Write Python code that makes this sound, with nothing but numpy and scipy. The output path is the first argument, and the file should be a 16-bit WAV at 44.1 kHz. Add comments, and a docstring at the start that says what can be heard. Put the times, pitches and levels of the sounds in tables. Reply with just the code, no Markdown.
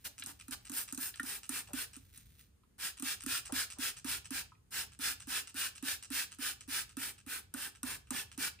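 """Trigger sprayer misting a wig

A plastic trigger sprayer mists a wig in a furnished bedroom, nearly four squeezes a second between pauses.
Each squeeze snaps the valve (ringing noise cracks), thumps the bottle (a sagging tone) and drives a swell
of hiss (shaped noise and clicks); the trigger creaks as it springs back (stick-slip clicks).
The first strokes spit air until the pump is primed. Now and then air gurgles into the bottle (short tones),
and the hair rustles (crackling noise) while the wig is turned."""
import sys
import numpy as np
from scipy import signal
from scipy.fft import rfft, irfft
from scipy.io import wavfile

SR = 44100
rng = np.random.default_rng(int(sys.argv[2]) if len(sys.argv) > 2 else 0)


def master(y):
    """Save y as 16-bit WAV."""
    cut = np.clip(np.atleast_2d(y).T, -1, 1)
    pcm = np.round(cut * 32767)  # scale
    wavfile.write(sys.argv[1], SR, pcm.astype(np.int16))


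N = 379260
TIME = np.arange(N) / SR   # s
FREQS = np.maximum(np.arange(N // 2 + 1) * SR / N, 1)   # Hz
HALF_EACH_SIDE = np.array([[.5], [-.5]])   # splits a left-minus-right difference evenly

# each cycle of the trigger; levels are relative to the other squeezes:
# [t/s, squirt length/s, hiss level/dB, valve snap level/dB, bottle thump level/dB,
#  time the trigger is held/s, return creak level/dB]
SQUEEZES = [(.041, .042, -42, -63, -69, 0.14, -51), (0.2604, .07, -51.5, -34.5, -53, .131, -53.5),
            (0.5094, .046, -40, -36, -53, 0.14, -50), (.7173, 0.13, -43, -36, -42.5, 0.16, -48.5),
            (0.9755, 0.14, -44, -33, -37.5, 0.18, -53), (1.2305, 0.17, -40.5, -37, -40.5, .202, -51.5),
            (1.492, .14, -37.5, -28, -37, .181, -59.5), (1.7328, .13, -36.5, -34, -33.5, 0.2, -53.5),
            (2.781, .14, -38.5, -55, -71, 0.19, -53.5), (3.023, .14, -36.5, -33, -34, 0.18, -48),
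            (3.262, .15, -34, -30.5, -33.5, .19, -46), (3.5225, .14, -34, -32, -31.5, 0.18, -45),
            (3.7854, .14, -35.5, -39, -37.5, 0.18, -49), (4.0448, 0.15, -36.5, -35, -35, 0.2, -51),
            (4.3061, .13, -38.5, -38, -36, .21, -88), (4.707, 0.15, -37, -54, -67, .212, -59),
            (4.9899, .16, -34, -45, -43, .21, -49.5), (5.271, 0.16, -35, -45, -42, 0.2, -49.5),
            (5.5429, 0.16, -35, -44, -45, 0.21, -48.5), (5.8252, .15, -36, -39.5, -35, .2, -47),
            (6.1027, .16, -34, -40, -36.5, 0.21, -51), (6.3859, .16, -36, -47, -40.5, 0.22, -54),
            (6.677, 0.17, -35, -52, -42, .216, -58.5), (6.9687, .16, -36.5, -37.5, -34.5, 0.21, -59.5),
            (7.2633, 0.15, -36.5, -48.5, -44.5, 0.24, -85), (7.5392, .17, -39, -33.5, -37, 0.21, -60.5),
            (7.8306, 0.15, -38.5, -32, -34.5, 0.24, -70), (8.1058, .14, -37, -29.5, -34.5, 0.21, -55.5),
            (8.377, 0.13, -34, -38, -37, 0.22, -60)]
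# air drawn in with the water until the pump is primed: [t/s, share of air 0-1]
AIR_SHARE = [(0, 0.43), (.5, 0.12), (.74, 1), (1.0, 0.9), (1.3, 0.2), (1.7, 0.13), (8.6, 0.03)]
# bright ringing of the valve's plastic: [f/Hz, width/Hz, level/dB]
VALVE_MODES = [(8360, 760, 3.5), (11150, 2800, 0), (13000, 3400, -5.5), (6150, 2800, -7.5)]


def from_db(db):
    """Turn decibels into a plain gain."""
    return 10 ** (np.asarray(db) / 20)


def rms_one(x):
    """Scale to an average (rms) strength of 1."""
    return x / np.sqrt(np.mean(x ** 2) + 1e-20)


def at_hz(points):
    """Read a table of (Hz, value) at every frequency, on a logarithmic scale."""
    hz, value = np.transpose(points)
    return np.interp(np.log(FREQS), np.log(hz), value)


def at_time(points, s=TIME):
    """Read a table of (s, value) at the given times."""
    return np.interp(s, *np.transpose(points))


def colour(x, db):
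    """Filter by a gain in dB at every frequency."""
    return irfft(rfft(x) * from_db(db), N)


def add(track, s, sound):
    """Mix a sound into the track at time s."""
    i = max(round(s * SR), 0)
    track[i:i + len(sound)] += sound[:max(N - i, 0)]


def resonate(x, modes):
    """Parallel resonances of (Hz, width in Hz, dB), signs alternating; white noise keeps its power."""
    out, power = 0, 0
    for k, (hz, width, db) in enumerate(modes):
        r = np.exp(-np.pi * width / SR)   # a wide mode loses its energy fast
        gain = from_db(db)
        zeros = np.array([1, 0, -1]) * (1 - r * r) / 2
        poles = [1, -2 * r * np.cos(2 * np.pi * hz / SR), r * r]
        out = out + (-1) ** k * gain * signal.lfilter(zeros, poles, x + 1e-18)
        power += gain ** 2 * (1 - r * r) / 2
    return out / np.sqrt(power)


def grains(n, per_s, spread_db):
    """Clicks at random moments, of uneven size and sign; rms 1."""
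    clicks = np.zeros(n)
    count = max(round(per_s * n / SR), 2)
    place, size, sign = rng.random((count, 3)).T
    clicks[(place * n).astype(int)] = from_db(spread_db * size) * np.sign(sign - .5)
    return rms_one(clicks)


def burst(decay_s, rise_s=0.00024, size=1500):
    """A crack: noise that builds and dies within milliseconds."""
    t = np.arange(size) / SR
    return rng.standard_normal(size) * (1 - np.exp(-t / rise_s)) * np.exp(-t / decay_s)


def stroke_flow(n):
    """Flow during one squeeze: half a sine wave, from nothing to full and back."""
    return np.sin(np.pi * (np.arange(n) + .5) / n)


def mist(arch=1.356, treble_arch=1.0, flutter_db=1.0):
    """Flow swells and ebbs; the jet hisses and coarse droplets patter on the hair, more so with air."""
    # hiss of the jet: [f/Hz, level per Hz/dB]
    jet_hiss = [(120, -23), (300, -19), (460, -14), (590, -23), (800, -15.5), (1130, -11), (1580, 0),
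                (2000, -4), (3000, -3.5), (5300, -6), (6600, -3.5), (7400, -1.5), (9000, -3.5),
                (11000, -5.5), (15400, -10)]
    # peaks and dips of the nozzle: [f/Hz, width/Hz, level/dB]
    nozzle_modes = [(1700, 450, 3), (2770, 690, 2.5), (5220, 280, 7), (6530, 2900, -5), (1970, 200, -3.5)]
    # width of the mist cloud: [f/Hz, side minus middle level/dB]
    cloud_width = [(300, -19), (600, -2), (1100, -29), (2000, -21), (4500, -3), (8000, -8.5), (15000, -26)]
    # the jet turning towards the listener: [t/s, level change around 5 kHz/dB]
    jet_aim = [(0, 0.5), (1.6, -2), (3, 0.5), (4.3, 0.5), (5.2, 0), (6.7, 0), (7.2, -3), (7.9, -2),
               (8.4, -0.5)]
    # pure air: share of coarse droplets, extra sizzle in dB
    air_coarse, air_treble_db = 0.4, 9.5
    # the sizzle falls off less than the hiss in a weaker squirt
    full_squirt_db, treble_follows = -37, 0.75

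    jet, fine = np.zeros((2, 2, N))
    cloud = np.zeros(N)
    for s, length, db, *_ in SQUEEZES:
        air = at_time(AIR_SHARE, s)
        coarse = air_coarse * air
        sizzle_db = full_squirt_db + treble_follows * (db - full_squirt_db) + air_treble_db * air
        n = int(length * SR)
        flow = stroke_flow(n)
        wobble = np.interp(np.arange(n), np.linspace(0, n, num=24), rng.standard_normal(24))
        flutter = from_db(flutter_db * wobble)
        smooth, wide = rng.standard_normal((2, n))
        patter = grains(n, per_s=900, spread_db=22)
        noise = flutter * (np.sqrt(1 - coarse) * smooth + np.sqrt(coarse) * patter)
        hiss = scatter(from_db(db) * flow ** arch * noise, share=0.55, spread_s=.005)
        sizzle = scatter(from_db(sizzle_db) * flow ** treble_arch * noise, share=0.38, spread_s=.003)
        add(cloud, s, from_db(db) * flow ** arch * flutter * wide)
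        for side in range(2):
            add(jet[side], s, hiss[side])
            add(fine[side], s, sizzle[side])

    shape_db = at_hz(jet_hiss)
    for hz, width, db in nozzle_modes:
        shape_db = shape_db + db / (1 + (2 * (FREQS - hz) / width) ** 2)
    high = at_hz([(3500, 0.097), (8000, 0.62), (14000, 1)])   # share of sizzle at each frequency
    # the cloud is wide, so each side hears partly its own hiss
    apart = rfft(cloud) * from_db(at_hz(cloud_width)) * [[1], [-1]]
    spectrum = rfft(jet) * (1 - high) + rfft(fine) * high + apart
    spray = irfft(spectrum * rms_one(from_db(shape_db)), N)
    beam = colour(spray, at_hz([(1800, -4.5), (3200, 2.5), (5000, 4.5), (6500, 4), (9000, -4.5)]))
    return spray + beam * (from_db(at_time(jet_aim)) - 1)


def scatter(x, share, spread_s, count=14):
    """Early reflections off hair, hand and face: new ones at each side for every squeeze."""
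    paths = np.zeros((2, round(spread_s * SR)))
    for path in paths:
        when, size = rng.random(count), rng.standard_normal(count)
        place = (when * (len(path) - 8)).astype(int) + 8
        path[place] = share * size / np.linalg.norm(size)
    paths[:, 0] = 1   # the direct sound
    return signal.fftconvolve(x[None], paths, axes=1) / np.sqrt(1 + share ** 2)


def sputter(level_db=-43, arch=1.8):
    """Until the pump is primed, air bursts through the nozzle in a bright spatter around mid-stroke."""
    # air spat through the nozzle: [f/Hz, level per Hz/dB]
    spat_air = [(3000, -40), (7000, -18), (9500, -9), (13800, 7), (16000, -13)]
    out = np.zeros(N)
    for s, length, *_ in SQUEEZES:
        n = int(length * SR)
        spatter = grains(n, per_s=1900, spread_db=34)
        add(out, s, at_time(AIR_SHARE, s) ** 2 * stroke_flow(n) ** arch * spatter)
    return from_db(level_db) * irfft(rfft(out) * rms_one(from_db(at_hz(spat_air))), N)


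def pump_rush(fade=0.85):
    """Water forced through the pump churns dully during each stroke."""
    # water in the pump: [t/s, level/dB]
    churn_level = [(0, -56), (3, -61), (4.5, -54), (6.5, -63.5), (8.15, -52)]
    # dull colour of the churning: [f/Hz, level per Hz/dB]
    churn_colour = [(100, 1), (200, 2.5), (420, -3), (580, -9), (780, 2), (1100, -1), (1800, -1.5),
                    (4000, -34)]
    out = np.zeros(N)
    for s, length, *_ in SQUEEZES:
        n = int(length * SR)
        travel = (np.arange(n) + .5) / n
        churn = grains(n, per_s=300, spread_db=17.5)
        add(out, s, churn * np.sqrt(stroke_flow(n)) * np.exp(-fade * travel))
    out *= from_db(at_time(churn_level))
    return irfft(rfft(out) * rms_one(from_db(at_hz(churn_colour))), N)


def clicks_of_trigger():
    """Every squeeze and every catch jolts the sprayer: rows of (s, snap dB, thump dB)."""
    # the trigger catches between squirts or in mid-stroke: [t/s, snap level/dB, bottle thump level/dB]
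    catches = [(0.1963, -38, -58.5), (.237, -38.5, -54), (0.2698, -39, -56), (0.4816, -43, -42),
               (0.6961, -36.5, -40), (0.7818, -35, -59), (.9245, -32, -39), (0.9467, -37, -49),
               (1.198, -38, -42), (1.589, -33, -60), (1.9645, -42, -47), (2.1751, -43.5, -67),
               (2.9972, -38, -45), (3.236, -39, -49)]
    squeezes = [(s, snap_db, thump_db) for s, _, _, snap_db, thump_db, _, _ in SQUEEZES]
    return squeezes + list(catches)


def snaps(high_db=4.0, low_db=-13, thump_share=0.57):
    """Short cracks ring in the plastic; the harder the bottle is jolted, the more the low modes ring."""
    # low ringing of valve and trigger: [f/Hz, width/Hz, level/dB]
    low_modes = [(1320, 550, 8), (1760, 880, -4.5), (2530, 270, 2.5), (4040, 300, -2)]
    high, low = np.zeros((2, N))
    for s, db, thump_db in clicks_of_trigger():
        add(high, s, from_db(db + high_db) * burst(decay_s=0.0031))
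        add(low, s, from_db(db + thump_share * (thump_db - db) + low_db) * burst(decay_s=0.014))
    return resonate(high, VALVE_MODES) + resonate(low, low_modes)


def thumps(swell_s=0.0072, ring_s=0.024, ring_share=0.33, bend=0.096, bend_s=.006, slack=5, level_db=-3):
    """The bottle wall swings up over about two cycles, sags in pitch and dies; a low pitch swings longer."""
    # pitch at the height of the usual thump; it drops while the bottle hangs free in the raised hand:
    # [t/s, f/Hz]
    bottle_pitch = [(0, 257), (1, 267), (7.26, 269), (7.54, 261), (8.11, 257), (8.38, 272)]
    usual_hz, lag_s = 266.7, 0.0023   # the wall answers just after each snap
    out, t = np.zeros(N), np.arange(SR // 8) / SR
    jolts = clicks_of_trigger()
    for (s, _, db), grip in zip(jolts, rng.standard_normal(len(jolts))):
        hz = at_time(bottle_pitch, s)
        swell = swell_s * np.exp(0.13 * grip) * (usual_hz / hz) ** slack
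        swing = (t / swell * np.exp(1 - t / swell)) ** 2.3
        ring = ring_share * (1 - np.exp(-t / swell)) * np.exp(-t / ring_s)
        sag = bend * (np.exp(-t / bend_s) - np.exp(-swell / bend_s))   # zero at the swing's peak
        cycles = np.cumsum(hz * (1 + sag)) / SR
        add(out, s + lag_s, from_db(db + level_db) * (swing + ring) * np.sin(2 * np.pi * cycles))
    return out


def trigger_returns(fade=1.0, spring_db=0.5, body_db=-57.5, body_follows=0.63, tick_db=5):
    """Let go, the piston sticks and slips back, rasping spring and pump body; the valve ticks once."""
    # ringing of the return spring: [f/Hz, width/Hz, level/dB]
    spring_modes = [(7800, 540, -8.5), (9120, 3000, -14), (5560, 5700, -13.5)]
    # ringing of the pump body: [f/Hz, width/Hz, level/dB]
    body_modes = [(1326, 160, 0.5), (1614, 104, 3.5), (2860, 610, 2)]
    return_s, usual_db = .037, -51   # length and usual level of the way back
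    n = int(return_s * SR)
    spring, body, valve = np.zeros((3, N))
    for (s, *_, held, db), seat in zip(SQUEEZES, rng.random(len(SQUEEZES))):
        rasp = grains(n, per_s=380, spread_db=15) + 0.5 * rng.standard_normal(n)
        slips = rasp * np.exp(-fade * np.arange(n) / n)
        add(spring, s + held, from_db(db + spring_db) * slips)
        add(body, s + held, from_db(body_db + body_follows * (db - usual_db)) * slips)
        add(valve, s + held + seat ** 2 * return_s, from_db(db + tick_db) * burst(decay_s=0.002))
    return resonate(spring, spring_modes) + resonate(body, body_modes) + resonate(valve, VALVE_MODES)


def knocks(ring_db=-3, width_hz=90, lower_mode=0.77, lower_db=-2):
    """Each hollow knock rings a pair of close modes of the spray head, under a bright crack."""
    # knocks of the spray head: [t/s, blow level/dB, ringing f/Hz, bright crack level/dB]
    head_knocks = [(0.222, -39, 1740, 4), (0.409, -48, 2580, -3), (1.14, -45.5, 1780, 2),
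                   (1.196, -30, 1843, -14), (2.6338, -61, 1370, -10), (4.519, -50, 1280, -29),
                   (4.549, -62, 2500, -17), (7.5426, -39.5, 1490, -7), (7.832, -41.5, 1440, -16),
                   (8.105, -41, 1290, -15), (8.588, -51.5, 2680, -8)]
    # bright crack of the head: [f/Hz, width/Hz, level/dB]
    head_modes = [(2640, 1800, 6), (4200, 1800, 4.5)]
    out = np.zeros(N)
    for s, db, hz, bright_db in head_knocks:
        blow = from_db(db) * burst(decay_s=0.0057)
        ring = resonate(blow, [(hz, width_hz, 0), (hz * lower_mode, width_hz, lower_db)])
        crack = resonate(blow, head_modes)
        add(out, s, from_db(ring_db) * ring + from_db(bright_db) * crack)
    return out


def gurgles(low_hz=600, high_hz=1450, cycles=0.97, count=18):
    """Air enters the bottle as a cluster of bubbles, each a tone that dies within a few cycles."""
    # air bubbling into the bottle: [t/s, length/s, level/dB]
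    bubblings = [(0.051, 0.028, -58), (0.276, 0.038, -59), (0.522, 0.03, -55), (1.68, 0.039, -52),
                 (3.493, 0.022, -45.5), (3.758, 0.027, -57), (7.548, 0.025, -52.5), (7.844, 0.037, -54),
                 (8.107, 0.02, -51)]
    out, t = np.zeros(N), np.arange(SR // 20) / SR
    for s, length, db in bubblings:
        for when, size in rng.random((count, 2)):
            hz = low_hz * (high_hz / low_hz) ** size
            bubble = np.sin(2 * np.pi * hz * t) * np.exp(-hz * t / cycles)
            add(out, s + when * length, from_db(db) * bubble)
    return out


def hair(swell_s=0.032, sharpness=1.6, level_db=3.5):
    """Strands slide over each other in a fine crackle, which swells and dies with each sweep."""
    # the hair is swept round: [t/s, relative level/dB]
    sweeps = [(2.125, -61.5), (2.37, -65)]
    # crackle of the strands: [f/Hz, level per Hz/dB]
    strand_colour = [(470, -53), (800, -35), (1570, -12.5), (4130, -11.5), (4570, -15), (7730, -14),
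                     (13900, -12), (16000, -8)]
    # faint rustle while the wig is being held up and turned; level relative, as for the sweeps
    handling_until_s, handling_db = 2.45, -71.5
    motion = from_db(handling_db) * np.clip((handling_until_s - TIME) / swell_s, 0, 1)
    for s, db in sweeps:
        age = np.maximum(TIME - s, 0) / swell_s
        motion = motion + from_db(db) * np.maximum(age * np.exp(1 - age), 1e-9) ** sharpness
    crackle = grains(N, per_s=1300, spread_db=38) + 0.49 * rng.standard_normal(N)
    return from_db(level_db) * motion * rms_one(colour(crackle, at_hz(strand_colour)))


def bedroom(x, t60=0.29, treble_t60=0.16, split_hz=6000, first_s=0.0011, wet_db=-6.5):
    """Diffuse reflections, different at each side; curtains and bedding swallow the treble first."""
    # colour of the reflections: [f/Hz, level/dB]
    echo_colour = [(100, -16), (260, 2), (600, 5), (1600, -5.5), (4000, -1.5), (9000, 1.5), (15000, 2.5)]
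    t = np.arange(SR // 2) / SR
    noise = rng.standard_normal((2, len(t)))
    dull = signal.sosfiltfilt(signal.butter(2, split_hz, fs=SR, output="sos"), noise)
    bright = noise - dull
    echoes = dull * from_db(-60 * t / t60) + bright * from_db(-60 * t / treble_t60)
    echoes = echoes * (t > first_s)   # silent until the first reflection
    wet = signal.fftconvolve(x[None], rms_one(echoes) / np.sqrt(len(t)), axes=1)[:, :N]
    return colour(wet, at_hz(echo_colour) + wet_db)


def drift(per_s, size=400):
    """Slow chance: a new random value several times a second, joined by straight lines."""
    return np.interp(TIME * per_s, np.arange(size), rng.standard_normal(size))


def background(floor_db=-72.5, waver_db=2.5, wavers_per_s=7):
    """Faint hiss over a wavering rumble, alike at both sides in the bass."""
    # faint hiss: [f/Hz, level per Hz/dB]
    floor_colour = [(20, -33), (45, -23.5), (80, -10.5), (120, -45), (185, -17), (380, -29.5), (450, -28.5),
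                    (600, -39.5), (1500, -40), (6000, -49.5), (8600, -42), (14000, -46), (16000, -60)]
    # low room rumble: [f/Hz, level per Hz/dB]
    rumble_colour = [(12, -50), (25, -23), (45, -3), (62, 1.5), (100, 0), (135, -5.5), (220, -23.5),
                     (500, -50)]
    # the rumble around which the level wavers: [t/s, level/dB]
    rumble_level = [(0, -66), (1, -67), (1.6, -65), (2.3, -63), (2.65, -71.5), (3.1, -63), (6.3, -67),
                    (8.6, -65)]
    mid, side, low = rng.standard_normal((3, N))
    side = colour(side, at_hz([(80, -19.5), (400, -1.5), (3000, -1.5)])) * [[1], [-1]]
    floor = from_db(floor_db) * rms_one(colour(mid + side, at_hz(floor_colour)))
    rumble = rms_one(colour(low + side, at_hz(rumble_colour)))
    return floor + rumble * from_db(at_time(rumble_level) + waver_db * drift(wavers_per_s))


def scene(thump_room_db=-8):
    """Sprayer and reflections reach the sides at slightly different levels, over the background."""
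    # level difference between the sides: [f/Hz, left minus right level/dB]
    side_balance = [(60, 0), (110, 0), (220, -6), (350, -6), (650, 1.5), (1300, -.5), (2400, -1.5),
                    (4400, -2), (8100, 0), (15000, 0)]
    spray = mist() + sputter() + pump_rush() + snaps() + knocks() + trigger_returns() + gurgles() + hair()
    bottle = thumps()
    # the small bottle radiates little bass far into the room
    room = bedroom(spray.mean(axis=0) + from_db(thump_room_db) * bottle)
    return colour(spray + bottle + room, HALF_EACH_SIDE * at_hz(side_balance)) + background()


def record(dry):
    """The stereo microphone narrows the treble, shifts phase between its sides and thins deep bass."""
    # the stereo image closes up in the treble: [f/Hz, level of the difference between the sides/dB]
    image_width = [(300, 1), (1600, 0), (4000, 1.5), (6800, 3.5), (8200, -3.5), (9200, -7), (10300, -3),
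                   (11300, -21), (12100, -22), (12800, -2), (14000, -20)]
    # microphone colour: [f/Hz, level/dB]
    bass_response = [(16, -14), (28, -8), (42, 0)]
    # phase difference between the sides: [f/Hz, angle by which left leads/rad]
    side_phase = [(60, 0), (340, -.3), (620, 2.3), (900, .9), (1200, .3), (1800, .7), (2200, -.2),
                  (3400, 2), (3800, .6), (4750, 2.3), (5100, .1), (5500, -.2), (6700, -2.2), (7200, -3.3),
                  (9000, -6.25), (9600, -6.3), (10400, -7.4), (11150, -9.35), (12200, -9.5),
                  (13200, -12.35), (14900, -12.8), (15400, -15.5)]
    mid = dry.mean(axis=0)
    narrowed = mid + colour(dry - mid, at_hz(image_width))
    response = from_db(at_hz(bass_response)) * np.exp(1j * HALF_EACH_SIDE * at_hz(side_phase))
    heard = irfft(rfft(narrowed) * response, N)
    top_cut = signal.ellip(10, .2, 80, 15700, fs=SR, output="sos")   # steep cut above 15.7 kHz
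    return signal.sosfilt(top_cut, heard)


dry = scene()
out = record(dry)
master(out)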